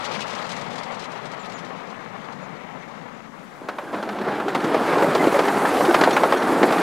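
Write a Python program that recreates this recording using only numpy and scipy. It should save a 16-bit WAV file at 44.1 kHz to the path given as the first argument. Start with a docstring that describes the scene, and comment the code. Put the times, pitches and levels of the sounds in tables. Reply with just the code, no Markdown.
"""A small steam train by a lake, in two scenes joined by a cross-fade.
First it draws away, left channel only: noise bands for rumble, rush and rattle sink as distance grows, under
noise-burst coupling ticks, faint air and falling-sine bird chirps. Then it passes close and centred: noise bands
for roar, grind and leaking steam; bursts and decaying modes for wheels over rail joints; ringing sines for
clanks and clinks; noise-modulated sines for hum, whistle and short honks. A low sine drone runs through both."""
import sys
import numpy as np
from scipy import signal
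from scipy.fft import rfft, irfft, next_fast_len
from scipy.io import wavfile
from scipy.ndimage import uniform_filter1d

SR = 44100
rng = np.random.default_rng(int(sys.argv[2]) if len(sys.argv) > 2 else 0)


def persist_wave(psi):
    """Save psi, clipped to +-1, as 16-bit WAV."""
    counts = np.round(np.clip(psi, -1, 1) * 32767).astype(np.int16)
    wavfile.write(sys.argv[1], SR, np.atleast_2d(counts).T)


N = 300762
T = np.arange(N) / SR  # s

# Distant levels are before FAR_GAIN and the fade; close levels are before the fade.
# Spectrum of the outdoor air. Each row: frequency in Hz, relative level in dB.
AIR_SPECTRUM = [(2060, -21), (3600, -3), (6730, -3.5), (8690, -12.5), (15500, -23)]
# Bird chirps. Each row: start in seconds, length in seconds, first pitch in Hz, level in dB.
CHIRPS = [(1.385, .057, 7500, -55), (1.527, .06, 7150, -53), (2.415, .06, 7000, -63),
          (2.79, .05, 6450, -66), (3.13, .03, 7300, -68)]
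# Spectrum of the distant rumble. Each row: frequency in Hz, relative level in dB.
FAR_RUMBLE_SPECTRUM = [(35, -70), (60, -58), (95, -11), (172, 2.5), (268, 0), (330, -11.5), (430, -13),
                       (730, -120)]
# Spectrum of the distant rolling rush. Each row: frequency in Hz, relative level in dB.
FAR_RUSH_SPECTRUM = [(200, -51), (340, -7.5), (454, -1), (896, -0.5), (1300, -2.5), (1500, -7), (2200, -8),
                     (2450, -14.5), (4000, -25), (6000, -63)]
# Spectrum of the distant rattle. Each row: frequency in Hz, relative level in dB.
FAR_RATTLE_SPECTRUM = [(1530, -8.5), (2600, 2.5), (4420, -3), (6920, -13), (11800, -28), (15500, -64)]
# Spectrum of the coupling ticks. Each row: frequency in Hz, relative level in dB.
TICK_SPECTRUM = [(2800, -3.5), (4000, 1.5), (7500, -8.5), (12000, -27), (15500, -52)]
# Distant coupling ticks. Each row: start in seconds, nominal peak in dB.
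FAR_TICKS = [(0.048, -31), (0.1925, -35), (0.2044, -30), (0.2774, -33), (0.304, -35), (0.3287, -33),
             (0.3504, -31), (0.443, -39), (0.465, -36), (0.491, -29), (0.516, -29), (0.565, -31.5),
             (0.611, -33), (0.7037, -37), (0.7297, -39), (0.7564, -35), (0.781, -31.5), (0.8325, -33.5),
             (0.9193, -37.5), (0.944, -36), (0.994, -32.5), (1.021, -38), (1.04, -35), (1.1174, -38),
             (1.2546, -35), (1.3154, -37.5), (1.4551, -39), (1.496, -39), (1.5196, -36.5), (1.5868, -41),
             (1.6472, -40), (1.9005, -43), (2.323, -42), (2.878, -48)]
# Spectrum of the leaking steam. Each row: frequency in Hz, relative level in dB.
STEAM_SPECTRUM = [(2350, -6.5), (4300, -9.5), (8600, -7), (11300, -8.5), (15700, -20.5)]
# Steam loudness. Each row: time in seconds, level in dB.
STEAM_LEVEL = [(3.4, -45), (3.6, -50), (3.95, -46.5), (4.2, -51), (5.0, -43), (5.8, -38.5), (6.45, -42.5),
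               (6.82, -40)]
# Whistling steam leak. Each row: time in seconds, pitch in Hz, level in dB.
WHISTLE = [(5.35, 8350, -75), (5.6, 8550, -53), (5.95, 8600, -60)]
# Envelope of the low hum. One row: peak in seconds, rise in dB/s, fall in dB/s, peak level in dB.
HUM_ENVELOPE = (4, 200, 16.5, -26.5)
# Envelope of the high, rough tone. One row: peak in seconds, rise in dB/s, fall in dB/s, peak level in dB.
SING_ENVELOPE = (3.95, 25, 50, -33)
# Short honks. Each row: start in seconds, low tone level in dB, high tone level in dB.
HONKS = [(5.027, -14.5, -31), (5.193, -35, -29.5), (5.341, -12.5, -27.5)]
# The two honk tones. Each row: pitch in Hz, roughness as a fraction of the amplitude.
HONK_TONES = [(560, 0.12), (2040, 1)]
# Modes of the loose ironwork. Each row: pitch in Hz, relative level in dB, 60 dB decay time in seconds.
IRON_MODES = [(3570, 3, .05), (4220, 2, .08), (5700, -4, .22), (6470, -5, .16)]
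# Ironwork clinks. Each row: start in seconds, nominal peak in dB.
CLINKS = [(6.1295, -32), (6.3729, -40)]
# Spectrum of the joint crack. Each row: frequency in Hz, relative level in dB.
CRACK_SPECTRUM = [(290, -47), (500, -2), (1410, 0.5), (2290, -9.5), (3180, -18.5), (6000, -41)]
# Spectrum of the bright joint snap. Each row: frequency in Hz, relative level in dB.
SNAP_SPECTRUM = [(2000, -9), (3200, 2.5), (5000, -4.5), (9650, -18.5), (15000, -35)]
# Wheels over joints. Each row: start in seconds, nominal crack, snap and thud peaks in dB, thud pitch in Hz.
JOINTS = [(3.615, -37, -48, -18, 385), (3.686, -3, -18, -13.5, 447), (3.7848, -8, -26, -11, 835),
          (4.0268, -12.5, -23, -18, 423), (4.0896, -12, -25, -21, 1137), (4.213, -15, -29, -18, 325),
          (4.276, -19, -37, -11.5, 553), (4.283, -13, -39, -25, 1450), (4.4, -11.5, -31, -21, 303),
          (4.482, -13, -23.5, -13.5, 500), (4.502, -24, -38, -24, 500), (4.5485, -7.5, -17.5, -11, 741),
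          (4.6424, -17.5, -23, -17, 236), (4.744, -10.5, -26, -8.5, 580), (5.0225, -11, -27, -14, 547),
          (5.1499, -10.5, -18, -11, 697), (5.24, -14.5, -25, -17, 810), (5.2703, -18, -28, -9, 406),
          (5.3405, -16, -28, -23, 550), (5.3901, -8.5, -20, -9, 620), (5.482, -11, -25, -18, 464),
          (5.6513, -10.5, -30, -18, 1175), (5.806, -20, -32, -11.5, 696), (5.85, -15.5, -22, -31, 1210),
          (5.9437, -2, -15.5, -23, 785), (6.0119, -9.5, -16.5, -13, 410), (6.037, -8, -15.5, -20, 550),
          (6.0735, -17, -32, -6.5, 648), (6.1078, -16, -21, -35, 840), (6.1655, -4, -19.5, -28, 1303),
          (6.2337, -11, -21.5, -7.5, 808), (6.323, -8, -20, -11, 770), (6.614, -24, -40, -13.5, 296),
          (6.6297, -7, -19, -11, 398), (6.7231, -11, -21.5, -15, 752)]
# Spectrum of the close roar. Each row: frequency in Hz, relative level in dB.
ROAR_SPECTRUM = [(24, -64), (40, -64), (92, -23.5), (160, -8), (288, 1.5), (648, -2.5), (826, -2),
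                 (916, -7), (1320, -9.5), (2500, -26), (3250, -64)]
# Spectrum of the close grind. Each row: frequency in Hz, relative level in dB.
GRIND_SPECTRUM = [(530, -20), (900, 3.5), (1330, 1), (1720, -1.5), (1900, -3.5), (3080, -11.5), (4370, -15),
                  (6000, -25.5), (7800, -29), (13200, -120)]
# Close rolling; it steps up as wheels reach a nearer rail. Each row: time in seconds, level in dB.
ROLLING_LEVEL = [(3.6, -33), (3.63, -26.5), (3.92, -27), (3.94, -15.5), (4.02, -24), (4.24, -23),
                 (4.28, -19), (4.46, -24.5), (4.72, -18.5), (4.79, -18), (5.03, -18), (5.3, -21.5),
                 (5.44, -21.5), (5.8, -19), (6.1, -20), (6.45, -21), (6.82, -19)]
# Cross-fade. One row: start in seconds, end in seconds.
FADE_S = (3.25, 5.25)
# Recorder hiss and rumble, each channel. Each row: frequency in Hz, density in dB per Hz.
HISS_DENSITY = [(20, -89), (60, -104), (15000, -119)]

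FAR_GAIN = 2
AIR_DB = -64
DRONE_HZ, FAR_DRONE_DB, NEAR_DRONE_DB = 25.6, -67, -69
CHIRP_FALL_HZ_PER_S = 11500
DOUBLING_S = 1.68  # the receding train has doubled its distance after this time
# Starting levels, and the multiple of the distance loss that each band takes.
RUMBLE_DB, RUSH_DB, RATTLE_DB = -42.5, -33, -39
RUMBLE_LOSS, RUSH_LOSS, RATTLE_LOSS = 0.26, 0.23, 2.37
RUSH_SINK_DB_PER_S = 2.27  # the bank hides the wheels more and more
DROP_START_S, DROP_LENGTH_S, DROP_DB = 3.13, 0.063, -2
TICK_T60_S, CRACK_T60_S, SNAP_T60_S, THUD_T60_S, CLANK_T60_S = 0.1, 0.077, 0.073, 0.073, 0.096
HUM_HZ, SING_HZ = 206.5, 1600
HONK_LENGTH_S = 0.0296
CLANK_LOW_HZ, CLANK_HIGH_HZ = 346.6, 1740
CLANKS_PER_S_PER_PITCH, CLANK_OVER_ROLLING_DB = 1.9, -10
GRIND_DB, GRIND_FOLLOW, GRIND_PIVOT_DB = -28.5, 0.7, -20.5  # grind follows a share of the rolling's swings
SIDE_HZ, SIDE_WIDTH_HZ, SIDE_DB = 2400, 1230, -21.5  # band where the two channels differ a little
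BAND_LIMIT_HZ = 15850


def amp(db):
    """Amplitude ratio of a level in dB."""
    return 10 ** (np.asarray(db) / 20)


def evened(x):
    """Scales x to rms 1."""
    return x / np.sqrt(np.mean(x ** 2) + 1e-20)


def smooth_noise(length, size):
    """Noise slowed by a moving average of `size` samples; rms 1."""
    return evened(uniform_filter1d(rng.standard_normal(length), size=size))


def curve(rows):
    """Time-value table at sample rate."""
    return np.interp(T, *np.transpose(rows))


def held(peak_s, rise_db_per_s, fall_db_per_s, db):
    """Gain that climbs to a peak, then falls."""
    rise_db = np.minimum(rise_db_per_s * (T - peak_s), 0)
    fall_db = np.maximum(fall_db_per_s * (T - peak_s), 0)
    return amp(db + rise_db - fall_db)


def colour(x, points):
    """Filters x by a spectrum drawn on a log-frequency axis."""
    hz, db = np.transpose(points)
    n = next_fast_len(len(x))
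    bin_hz = np.fft.rfftfreq(n, 1 / SR)
    gain = amp(np.interp(np.log(bin_hz + 1), np.log(hz + 1), db))
    return irfft(rfft(x, n) * gain, n)[:len(x)]


def add(mix, start_s, sound):
    """Adds a sound into the mix in place, cut at the end."""
    part = mix[round(start_s * SR):][:len(sound)]
    part += sound[:len(part)]


def random_blows(spread_db, per_s):
    """Sparse impulses at random times with exponentially spread levels in dB."""
    strengths = amp(spread_db * np.minimum(rng.exponential(1, N), 3))
    return strengths * (rng.random(N) < per_s / SR)


def rush(points, patchy_db, flicker_db, grit_db, grit_per_s):
    """Noise with drifting patches and shared flicker, plus random small knocks of the same colour; rms 1."""
    frames = N // 128 + 5
    real, imag, patches = rng.standard_normal((frames, 257, 3)).T
    patches = uniform_filter1d(patches, size=8, axis=0)  # across frequency
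    patches = evened(uniform_filter1d(patches, size=20, axis=1))  # across time
    gain = amp(patchy_db * patches + flicker_db * smooth_noise(frames, 8))
    bed = signal.istft((real + 1j * imag) * gain, nperseg=512, noverlap=384)[1][:N]
    knock_power = uniform_filter1d(random_blows(4.7, grit_per_s) ** 2, size=130)
    decay = np.exp(-1 / (0.0018 * SR))
    knock_power = signal.lfilter([1], [1, -decay], knock_power)
    grit = np.sqrt(abs(knock_power)) * rng.standard_normal(N)
    return evened(colour(evened(bed) + amp(grit_db) * evened(grit), points))


def bursts(rows, points, rise_s, hold_s):
    """Noise bursts that snap in, hold while parts chatter, then die; rows of start s, dB, t60 s."""
    t = np.arange(6000) / SR
    power = np.zeros(N)
    attack = np.minimum(t / rise_s, 1) ** 2
    accent = 1 + 1.13 * np.exp(-(t / 0.0011) ** 2)
    for start_s, db, t60_s in rows:
        level_db = db - 60 * np.maximum(t - hold_s, 0) / t60_s
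        add(power, start_s, amp(2 * level_db) * attack * accent)
    return 0.39 * np.sqrt(power) * evened(colour(rng.standard_normal(N), points))


def meadow():
    """Smooth outdoor air: steady coloured noise that does not recede with the train."""
    return amp(AIR_DB) * evened(colour(rng.standard_normal(N), AIR_SPECTRUM))


def drone():
    """Steady low sine."""
    return np.sin(2 * np.pi * DRONE_HZ * T)


def birds():
    """Chirps: sines falling in pitch under a rounded envelope."""
    out = np.zeros(N)
    for start_s, length_s, from_hz, db in CHIRPS:
        hz = from_hz - CHIRP_FALL_HZ_PER_S * np.arange(0, length_s, 1 / SR)
        tone = np.sin(2 * np.pi * np.cumsum(hz) / SR)
        add(out, start_s, np.sqrt(2) * amp(db) * tone * signal.windows.tukey(len(hz), .6))
    return out


def far_ticks():
    """Distant couplings tick: short bright noise bursts."""
    rows = [(start_s, db, TICK_T60_S) for start_s, db in FAR_TICKS]
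    return bursts(rows, TICK_SPECTRUM, rise_s=0.0011, hold_s=0.0036)


def far_train():
    """Rumble, rush and rattle; distance takes the treble rattle fastest."""
    loss_db = -20 * np.log10(1 + T / DOUBLING_S)
    rumble = rush(FAR_RUMBLE_SPECTRUM, patchy_db=1.0, flicker_db=1.1, grit_db=-8.0, grit_per_s=27)
    rolling_rush = rush(FAR_RUSH_SPECTRUM, patchy_db=1.06, flicker_db=1.05, grit_db=-8.5, grit_per_s=80)
    rattle = rush(FAR_RATTLE_SPECTRUM, patchy_db=1.5, flicker_db=3.5, grit_db=-7.5, grit_per_s=170)
    out = amp(RUMBLE_DB + RUMBLE_LOSS * loss_db) * rumble
    out += amp(RUSH_DB + RUSH_LOSS * loss_db - RUSH_SINK_DB_PER_S * T) * rolling_rush
    out += amp(RATTLE_DB + RATTLE_LOSS * loss_db) * rattle
    # the bands sink a step together
    out *= amp(DROP_DB * np.clip((T - DROP_START_S) / DROP_LENGTH_S, 0, 1))
    return out + far_ticks()


def steam():
    """Steam leaking from the engine: bright, patchy noise."""
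    hiss = rush(STEAM_SPECTRUM, patchy_db=1.5, flicker_db=1.6, grit_db=-14, grit_per_s=50)
    return amp(curve(STEAM_LEVEL)) * hiss


def whistle():
    """A steam leak whistles: a thin, noise-modulated sine climbing slowly."""
    time_s, hz, db = np.transpose(WHISTLE)
    tone = np.sin(2 * np.pi * np.cumsum(np.interp(T, time_s, hz)) / SR)
    return amp(np.interp(T, time_s, db, right=-120)) * smooth_noise(N, 500) * tone


def hum():
    """A fuzzy low tone and a rougher high one: noise riding on sines."""
    waver = 1 + .5 * smooth_noise(N, 1200)
    low = held(*HUM_ENVELOPE) * waver * np.sin(2 * np.pi * HUM_HZ * T)
    high = held(*SING_ENVELOPE) * smooth_noise(N, 220) * np.sin(2 * np.pi * SING_HZ * T)
    return low + high


def honk():
    """A part sticks and sings two uneven tones for a moment."""
    out = np.zeros(N)
    t = np.arange(round(HONK_LENGTH_S * SR)) / SR
    envelope = signal.windows.tukey(len(t), .3)
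    for start_s, *levels_db in HONKS:
        for db, (hz, roughness) in zip(levels_db, HONK_TONES):
            shake = 1 + roughness * smooth_noise(len(t), 150)
            add(out, start_s, amp(db) * shake * np.sin(2 * np.pi * hz * t) * envelope)
    return out


def clanks():
    """Frames and rods knock at random, each pitch with its own blows; high ones are fainter."""
    out = np.zeros(N)
    t = np.arange(4000) / SR
    attack = np.minimum(t / 0.0032, 1)
    for hz in np.geomspace(CLANK_LOW_HZ, CLANK_HIGH_HZ, num=24):
        blows = random_blows(5.2, CLANKS_PER_S_PER_PITCH)
        decay = amp(-5 * np.log2(hz) - 60 * t / CLANK_T60_S)  # 5 dB less per octave
        ring = decay * attack * np.sin(2 * np.pi * hz * t)
        out += signal.oaconvolve(blows, ring)[:N]
    return amp(curve(ROLLING_LEVEL) + CLANK_OVER_ROLLING_DB) * evened(out)


def clinks():
    """Loose iron parts touch and ring briefly in decaying modes, chattering."""
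    out = np.zeros(N)
    t = np.arange(8000) / SR
    for start_s, db in CLINKS:
        for hz, mode_db, t60_s in IRON_MODES:
            add(out, start_s, amp(db + mode_db - 60 * t / t60_s) * np.sin(2 * np.pi * hz * t))
    return out * (1 + .5 * smooth_noise(N, 200))


def thuds():
    """Wheel and rail thud: seven modes around a pitch, in step early on, then drifting apart."""
    out = np.zeros(N)
    t = np.arange(6000) / SR
    attack = np.minimum(t / 0.0038, 1)
    scatter = rng.uniform(-0.11, 0.15, (len(JOINTS), 7, 1))
    detunes = np.linspace(-.8, .8, num=7)[:, None] + scatter
    for (start_s, _, _, db, hz), detune in zip(JOINTS, detunes):
        mode_hz = hz * np.exp(0.549 * detune)
        ring = np.sin(2 * np.pi * mode_hz * (t - .0028)).sum(0)  # phases meet at 2.8 ms
        add(out, start_s, amp(db - 60 * t / THUD_T60_S) * attack * .5 * ring)
    return out


def joints():
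    """Each wheel over a joint gives a crack, a bright snap and a short rough thud."""
    crack_rows = [(start_s, db, CRACK_T60_S) for start_s, db, *_ in JOINTS]
    snap_rows = [(start_s, db, SNAP_T60_S) for start_s, _, db, *_ in JOINTS]
    blows = thuds()
    blows += bursts(crack_rows, CRACK_SPECTRUM, rise_s=0.00043, hold_s=0.0038)
    blows += bursts(snap_rows, SNAP_SPECTRUM, rise_s=0.00088, hold_s=0.0017)
    # small wheels give little bass
    return signal.sosfilt(signal.butter(3, 170, "highpass", fs=SR, output="sos"), blows)


def rolling():
    """Rough wheels on rail shake the frames: a low roar and a higher grind."""
    roar_db = curve(ROLLING_LEVEL)
    grind_db = GRIND_DB + GRIND_FOLLOW * (roar_db - GRIND_PIVOT_DB)
    roar = rush(ROAR_SPECTRUM, patchy_db=1.45, flicker_db=0.7, grit_db=-11.5, grit_per_s=41)
    grind = rush(GRIND_SPECTRUM, patchy_db=1.7, flicker_db=1.5, grit_db=-8.0, grit_per_s=54)
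    return amp(roar_db) * roar + amp(grind_db) * grind


def flickering_side(near):
    """Channel difference: one band of the close sound, flickering in level."""
    edges_hz = [SIDE_HZ - SIDE_WIDTH_HZ / 2, SIDE_HZ + SIDE_WIDTH_HZ / 2]
    band = signal.butter(2, edges_hz, "bandpass", fs=SR, output="sos")
    flickering = signal.sosfilt(band, near) * smooth_noise(N, 60)
    return amp(SIDE_DB) * signal.sosfilt(band, flickering)


def scene():
    """The distant train, left only, fades out as the centred close train fades in."""
    fade = np.interp(T, FADE_S, [1, 0])
    far = meadow() + amp(FAR_DRONE_DB) * drone() + birds() + far_train()
    far = FAR_GAIN * far * fade
    near = amp(NEAR_DRONE_DB) * drone() + steam() + whistle() + hum() + honk()
    near += clanks() + clinks() + joints() + rolling()
    near *= 1 - fade
    side = flickering_side(near)
    return np.array([far + near + side, near - side])


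def record(dry):
    """Faint recorder hiss and rumble, a soft overload on the hardest knocks, then the band limit."""
    # sqrt(SR / 2) turns density per Hz into sample amplitude
    hiss = np.array([colour(rng.standard_normal(N), HISS_DENSITY) for _ in dry]) * np.sqrt(SR / 2)
    x = dry + hiss
    x = x / (1 + x ** 10) ** .1
    lowpass = signal.firwin(511, BAND_LIMIT_HZ, window=("kaiser", 9), fs=SR)
    return signal.oaconvolve(x, lowpass[None], "same")


dry = scene()
out = record(dry)
persist_wave(out)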